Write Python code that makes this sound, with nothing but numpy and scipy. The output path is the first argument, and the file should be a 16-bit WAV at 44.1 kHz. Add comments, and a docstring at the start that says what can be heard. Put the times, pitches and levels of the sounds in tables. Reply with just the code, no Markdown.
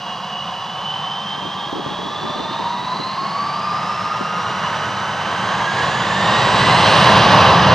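"""On a grass field behind a runway, an airliner opens its throttles for takeoff.
Two engines whine upward, one lagging behind: gliding tones made unsteady or smeared into narrow noise.
The exhaust is filtered noise that swells into a broad roar; a steady hiss and faint shaft tones lie under it.
The whine and treble fade as the tail swings toward the listener.
Puffs of wind, short bursts of dull noise, thump on the microphone, and the highest peaks clip flat."""
import sys
import numpy as np
from scipy import signal
from scipy.fft import rfft, irfft
from scipy.io import wavfile
from scipy.ndimage import map_coordinates

SR = 44100
rng = np.random.default_rng(int(sys.argv[2]) if len(sys.argv) > 2 else 0)


def transcribe(u):
    """Save the signal u as a 16-bit wav file named by the first command-line argument.

    u: samples, shape (n,) or (channels, n), limited to [-1, 1]; the rate is SR.
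    q: integer samples, one column per channel.
    """
    v = np.clip(np.atleast_2d(u).T, -1, 1)
    q = np.round(v * 32767).astype(np.int16)
    wavfile.write(sys.argv[1], SR, q)


N = 341334
TIME = np.arange(N) / SR
BIN_HZ = np.maximum(np.fft.rfftfreq(N, 1 / SR), 1)

# How fast the leading engine's fan blades pass as the throttles open: (time [s], blade-passing rate [Hz])
FAN_SPEED = [(0, 727), (.5, 738), (1.25, 782), (2, 840.6), (2.5, 906.4), (3, 1014), (3.5, 1161),
             (3.95, 1330), (4.7, 1473), (5.25, 1523), (5.75, 1644), (6, 1714), (6.5, 1936), (7, 2167),
             (7.25, 2302), (7.74, 2340)]
IDLE_HZ, FULL_HZ = 735, 2300   # blade-passing rate at idle and at takeoff thrust
TURN_S = 6.9   # from here the tail swings toward the listener, and the high sounds are beamed away


def from_db(db):
    """Turn decibels into a gain."""
    return 10 ** (np.asarray(db) / 20)


def rms_one(x):
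    """Scale to unit power."""
    return x / np.sqrt(np.mean(np.abs(x) ** 2) + 1e-30)


def in_time(rows):
    """Draw each column of a table as a curve, sample by sample."""
    s, *columns = np.transpose(rows)
    return [np.interp(TIME, s, column) for column in columns]


def at_hz(points, hz):
    """Read a table at any pitch, along a log-frequency axis."""
    table_hz, values = np.transpose(points)
    return np.interp(np.log1p(hz), np.log1p(table_hz), values)


def since(s):
    """Seconds gone by since a moment, zero before it."""
    return np.maximum(TIME - s, 0)


def octaves_above(hz):
    """Speed of the leading shaft, in octaves above a given blade-passing rate."""
    return np.log2(in_time(FAN_SPEED)[0] / hz)


def drift(rate):
    """Smooth chance of spread 1 that changes about rate times a second."""
    step = 20   # samples between the slow values
    r = np.exp(-2 * np.pi * rate * step / SR)
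    chance = rng.standard_normal(N // step + 4002)
    slow = signal.lfilter([1], [1, -2 * r, r * r], chance)[4000:]   # drop the filter's start
    return np.interp(np.arange(N) / step, np.arange(len(slow)), rms_one(slow))


def white():
    """Spectrum of fresh white noise."""
    return rng.standard_normal(len(BIN_HZ)) + 1j * rng.standard_normal(len(BIN_HZ))


def reflection_db(hz):
    """Loss where direct and reflected sound cancel; a gliding tone dips as it crosses each notch."""
    # Cancelled bands: (centre [Hz], width [Hz], level [dB])
    notches = [(252.3, 42, -8.5), (1319, 242, -7), (2370, 590, -7.5), (3395, 420, -4.5), (4415, 290, -5),
               (5430, 430, -4.5), (6800, 1300, -3.5)]
    return sum(db * np.exp(-2 * ((hz - centre) / width) ** 2) for centre, width, db in notches)


def distant_noise(spectrum):
    """Stereo spectrum of a far noise source, notched by reflections."""
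    # How alike left and right are: (frequency [Hz], likeness [0 to 1])
    likeness = [(60, 0.98), (120, 1), (240, 0.95), (480, 0.98), (950, 1), (1890, 0.95), (3770, 1),
                (7520, 0.76), (15000, 0.31)]
    colour_db = at_hz(spectrum, BIN_HZ) + reflection_db(BIN_HZ)
    alike = np.clip(at_hz(likeness, BIN_HZ), 0, 1)
    shared = np.sqrt(1 + alike) * white()
    opposite = np.sqrt(1 - alike) * white() * [[1], [-1]]
    return from_db(colour_db) * (shared + opposite)


def whine(hz, steady, flutter_hz, halo_db, halo_hz):
    """A tone heard through turbulence: its core fades and flutters, and a halo is scattered around it."""
    steady = np.clip(steady, 0, 1)   # share of the core's power that does not flutter
    flutter = drift(flutter_hz) + 1j * drift(flutter_hz)
    core = np.sqrt(steady) + np.sqrt((1 - steady) / 2) * flutter
    halo = from_db(halo_db) * (drift(halo_hz) + 1j * drift(halo_hz)) / np.sqrt(2)
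    swing = core + halo
    phase = 2 * np.pi * np.cumsum(hz) / SR
    return rms_one(swing.real * np.cos(phase) - swing.imag * np.sin(phase))


def haze(hz, width_hz):
    """A tone scattered wholly into a band of noise that travels with its pitch."""
    steps = np.cumsum(np.abs(width_hz)) / SR   # the swing is drawn anew width_hz times a second
    in_phase, across = [map_coordinates(rng.standard_normal(N // 4), [steps], order=2, mode="wrap")
                        for _ in range(2)]
    phase = 2 * np.pi * np.cumsum(hz) / SR
    return rms_one(in_phase * np.cos(phase) - across * np.sin(phase))


def wind(puff_db, rise_s, decay_s, lumpy_db, apart, eddy_hz):
    """Eddies hit the microphone: short dull thumps over a lumpy flutter, partly different on each side."""
    # Puffs of wind, before puff_db is added to all: (time [s], level [dB])
    puffs = [(1.375, -33), (1.421, -27), (1.729, -16), (1.756, -21), (1.861, -21), (1.917, -30),
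             (1.991, -20), (2.05, -25), (2.357, -20), (2.398, -17.5), (2.595, -25), (2.732, -36),
             (2.998, -22), (4.21, -17)]
    # Their tone colour: (frequency [Hz], level [dB per Hz])
    puff_colour = [(30, -30.5), (90, -9.5), (200, 0.5), (400, -1.5), (700, -17.5), (1200, -26),
                   (4000, -56.5)]
    # One gust flutters between the puffs, over a calm floor
    start_s, end_s, level_db, calm_db = 1.41, 2.6, -39, -60
    rise_db_per_s, fall_db_per_s = 150, 5.5
    before_start = np.maximum(start_s - TIME, 0)
    gust_db = level_db - rise_db_per_s * before_start - fall_db_per_s * since(end_s)
    envelope = from_db(np.maximum(gust_db, calm_db) + lumpy_db * drift(22))
    for s, db in puffs:
        age = TIME - s
        envelope = envelope + from_db(db + puff_db) * np.exp(-np.maximum(age / decay_s, -age / rise_s))
    unlike = apart * BIN_HZ / np.hypot(BIN_HZ, eddy_hz)   # large eddies cover both sides at once
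    both_sides = white() + unlike * white() * [[1], [-1]]
    eddies = from_db(at_hz(puff_colour, BIN_HZ)) * both_sides
    return envelope * rms_one(irfft(eddies, N))


def air_rush():
    """Air rushing through the engines: a bright hiss, the same at any thrust, until the roar covers it."""
    # Colour of the hiss: (frequency [Hz], level [dB per Hz])
    hiss_colour = [(2000, -26), (3800, 0), (4900, -2), (6100, -2.5), (7000, -14.5), (9000, -36.5),
                   (14000, -60.5)]
    return from_db(-46.5) * rms_one(irfft(distant_noise(hiss_colour), N))


def core_spool():
    """Faint, slowly rising tones of the high-pressure shaft."""
    # Shaft speed: (time [s], turns per second [Hz])
    core_speed = [(0, 179), (.9, 185.7), (4.5, 225), (7.74, 230)]
    # Level shared by its tones: (time [s], level [dB])
    core_level = [(0, -46.5), (1.3, -51), (2.3, -41), (3, -48.5), (4.6, -52.5), (7.74, -59)]
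    # The tones: (multiple of shaft speed, level relative to the shared one [dB])
    core_tones = [(3, 2), (6, 8), (22, -6), (38, -25)]
    turns, level_db = in_time(core_speed)[0], in_time(core_level)[0]
    tones = 0
    for multiple, db in core_tones:
        tone = whine(multiple * turns, steady=0.22, flutter_hz=10, halo_db=-2, halo_hz=50)
        tones = tones + from_db(db) * tone
    return from_db(level_db) * tones


def lag_engine():
    """The other fan sings out clearly, then climbs more slowly and sinks into the roar."""
    # The lagging fan: (time [s], blade-passing rate [Hz], level [dB])
    lag_fan = [(2.399, 887, -44), (2.67, 941.6, -26.5), (3.05, 1036, -31.5), (3.34, 1120, -24.5),
               (3.53, 1185, -24.5), (3.899, 1208, -24.5), (4.3, 1245, -25.5), (4.54, 1248, -30),
               (5.4, 1300, -33.5)]
    hz, fan_db = in_time(lag_fan)
    start, end = lag_fan[0][0], lag_fan[-1][0]
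    fade_db = -60 * np.abs(TIME - np.clip(TIME, start, end))   # 60 dB per s outside the table
    return from_db(fan_db + fade_db) * whine(hz, steady=0.95, flutter_hz=13, halo_db=-3.0, halo_hz=60)


def turbine(wide_haze_db, octave_db):
    """Turbine tones leave through the hot jet, which smears them; the haze widens with shaft speed."""
    # Main stages: (multiple of blade-passing rate, relative level [dB])
    stages = [(3.89, -12), (3.97, -0.3), (4.03, -11)]
    # Higher stages, heard only at low thrust: (multiple of blade-passing rate, relative level [dB])
    upper_stages = [(4.51, 0), (6.55, -10.5)]
    # Change in a tone on its way across the field: (frequency [Hz], level [dB])
    air_path = [(500, 2), (4500, -0.5), (6000, -2.5), (8000, -15), (10000, -31), (14000, -42)]
    # Brief swells as the breeze carries the whine over: (time [s], gain [dB])
    swells = [(.35, 4.5), (.9, 9.5), (1.11, 10), (1.33, 5.5), (1.6, 5), (3.02, 8)]
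    # Haze around the whine: (time [s], level [dB])
    haze_level = [(0, -43), (2, -38.5), (3, -39.5), (3.8, -45), (5, -56), (5.7, -47.5), (6.9, -44.5)]
    hz, speed = in_time(FAN_SPEED)[0], octaves_above(IDLE_HZ)

    main = 0
    for multiple, db in stages:
        tone = whine(multiple * hz, steady=0.87, flutter_hz=5.3, halo_db=-3, halo_hz=86)
        main = main + from_db(db) * tone
    centre = stages[1][0] * hz
    swell_s = .09   # half the length of a swell
    swell_db = sum(db * np.exp(-((TIME - s) / swell_s) ** 2) for s, db in swells)
    # The clear whine weakens by 11 dB per octave as the shaft speeds up
    main_db = -35.5 - 11 * speed + at_hz(air_path, centre) + swell_db

    upper = 0
    for multiple, db in upper_stages:
        tone_hz = multiple * hz
        tone_db = db + at_hz(air_path, tone_hz) + reflection_db(tone_hz)
        tone = whine(tone_hz, steady=.3, flutter_hz=20, halo_db=-4, halo_hz=80)
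        upper = upper + from_db(tone_db) * tone
    # They die away by 23 dB per octave once the blade-passing rate is above 890 Hz
    upper_db = -41 - 23 * np.maximum(octaves_above(890), 0)

    share = .044 + .022 * speed   # sets the haze width as a share of the pitch
    narrow = haze(centre, 2 * share * centre)
    wide = from_db(wide_haze_db) * haze(centre, 4 * share * centre)
    octave_gain = from_db(octave_db + at_hz(air_path, 2 * centre))
    octave = octave_gain * haze(2 * centre, 4 * share * centre)
    smeared = from_db(in_time(haze_level)[0]) * (narrow + wide + octave)
    return from_db(main_db) * main + from_db(upper_db) * upper + smeared


def lead_engine():
    """Fan and turbine share one shaft: their tones climb together, then fade as the tail swings round."""
    hz, speed = in_time(FAN_SPEED)[0], octaves_above(IDLE_HZ)
    # Each: level at idle [dB] + growth [dB per octave of shaft speed], then the reflections' loss
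    fan_db = -39 + 9 * speed + reflection_db(hz)
    octave_db = -46.5 + 11.5 * speed + reflection_db(2 * hz)
    fan = from_db(fan_db) * whine(hz, steady=0.48, flutter_hz=14, halo_db=0.5, halo_hz=45)
    octave = from_db(octave_db) * whine(2 * hz, steady=0.37, flutter_hz=20, halo_db=4.5, halo_hz=95)
    tones = fan + octave + turbine(wide_haze_db=-4.0, octave_db=-18.5)
    turn_db_per_s = 26
    return from_db(-turn_db_per_s * since(TURN_S)) * tones


def exhaust(waver_db, own_db):
    """Jet noise, growing with about the eighth power of speed, overtakes the engine's own gentler noise."""
    # Colour of the roar within each register: (frequency [Hz], level [dB per Hz])
    jet_colour = [(20, -39), (60, -18), (100, -2), (200, 1.5), (330, -13), (520, -6), (700, -4), (1100, 3),
                  (1900, -5), (2900, -5), (4000, -11.5), (6000, -21), (9000, -39.5), (11000, -54),
                  (15000, -83)]
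    # Borders between registers, from deep rumble to top hiss: (frequency [Hz])
    register_edges = [135, 245, 650, 1350, 2400, 6500]
    # Registers, low to high: (engine noise at idle [dB], jet at full thrust [dB],
    # jet growth [dB per octave of shaft speed], loss in the turn [dB per s])
    registers = [(-48.5, -21, 28.5, 1.3), (-38.5, -18, 34, 2.5), (-43, -17, 29, 2.5), (-30, -11, 27, 1.3),
                 (-41, -17.5, 22, 3.5), (-39.5, -14.5, 33, 8), (-60.5, -37.5, 24, 11.5)]
    noise = distant_noise(jet_colour)
    register = np.searchsorted(register_edges, BIN_HZ)
    above_idle, above_full = octaves_above(IDLE_HZ), octaves_above(FULL_HZ)
    air = drift(4)   # moving air makes all registers waver together
    out = 0
    for k, (idle_db, full_db, growth_db, turn_db) in enumerate(registers):
        engine = from_db(idle_db + 3.5 * above_idle)   # 3.5 dB per octave
        jet = from_db(full_db + growth_db * above_full)
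        path = from_db(waver_db * air + own_db * drift(10.4) - turn_db * since(TURN_S))
        band = rms_one(irfft(noise * (register == k), N))
        out = out + np.hypot(engine, jet) * path * band
    return out


def microphone_pair(x):
    """The two capsules differ a little in level and phase across the spectrum."""
    # Level balance: (frequency [Hz], left minus right [dB])
    lean = [(60, -0.5), (99, -0.5), (160, -0.5), (270, 0.0), (450, 0.5), (740, -1.5), (1220, 0.5),
            (2010, -6.5), (3330, -1.5), (5500, 0.0), (9080, 1.5), (15000, -3)]
    # Phase balance: (frequency [Hz], lead of left over right [radians])
    lead = [(0, -0.24), (1210, 0.0), (1720, -0.55), (2150, 0.45), (4050, 0.5), (4480, 0.63), (5510, -0.027),
            (6980, 0.43), (10500, -0.1), (15500, 0.1)]
    half = np.array([[.5], [-.5]])   # each side takes half of the difference
    gain = from_db(half * at_hz(lean, BIN_HZ))
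    turn = np.exp(1j * half * at_hz(lead, BIN_HZ))
    return irfft(rfft(x) * gain * turn, N)


def scene():
    """The aircraft, the breeze and a faint even microphone hiss."""
    breeze = wind(puff_db=-5.0, rise_s=0.0015, decay_s=0.011, lumpy_db=5.0, apart=1.36, eddy_hz=450)
    engines = air_rush() + core_spool() + lag_engine() + lead_engine()
    aircraft = engines + exhaust(waver_db=0.69, own_db=0.29)
    hiss = from_db(-61) * rng.standard_normal((2, N))
    return microphone_pair(aircraft) + breeze + hiss


def record(dry):
    """The microphone clips the highest peaks flat; then a steep filter cuts the top."""
    limit = from_db(-.5)
    clipped = np.clip(dry, -limit, limit)
    low_pass = signal.ellip(10, .2, 70, 15700, fs=SR, output="sos")   # cutoff 15700 Hz
    return signal.sosfilt(low_pass, clipped)


dry = scene()
out = record(dry)
transcribe(out)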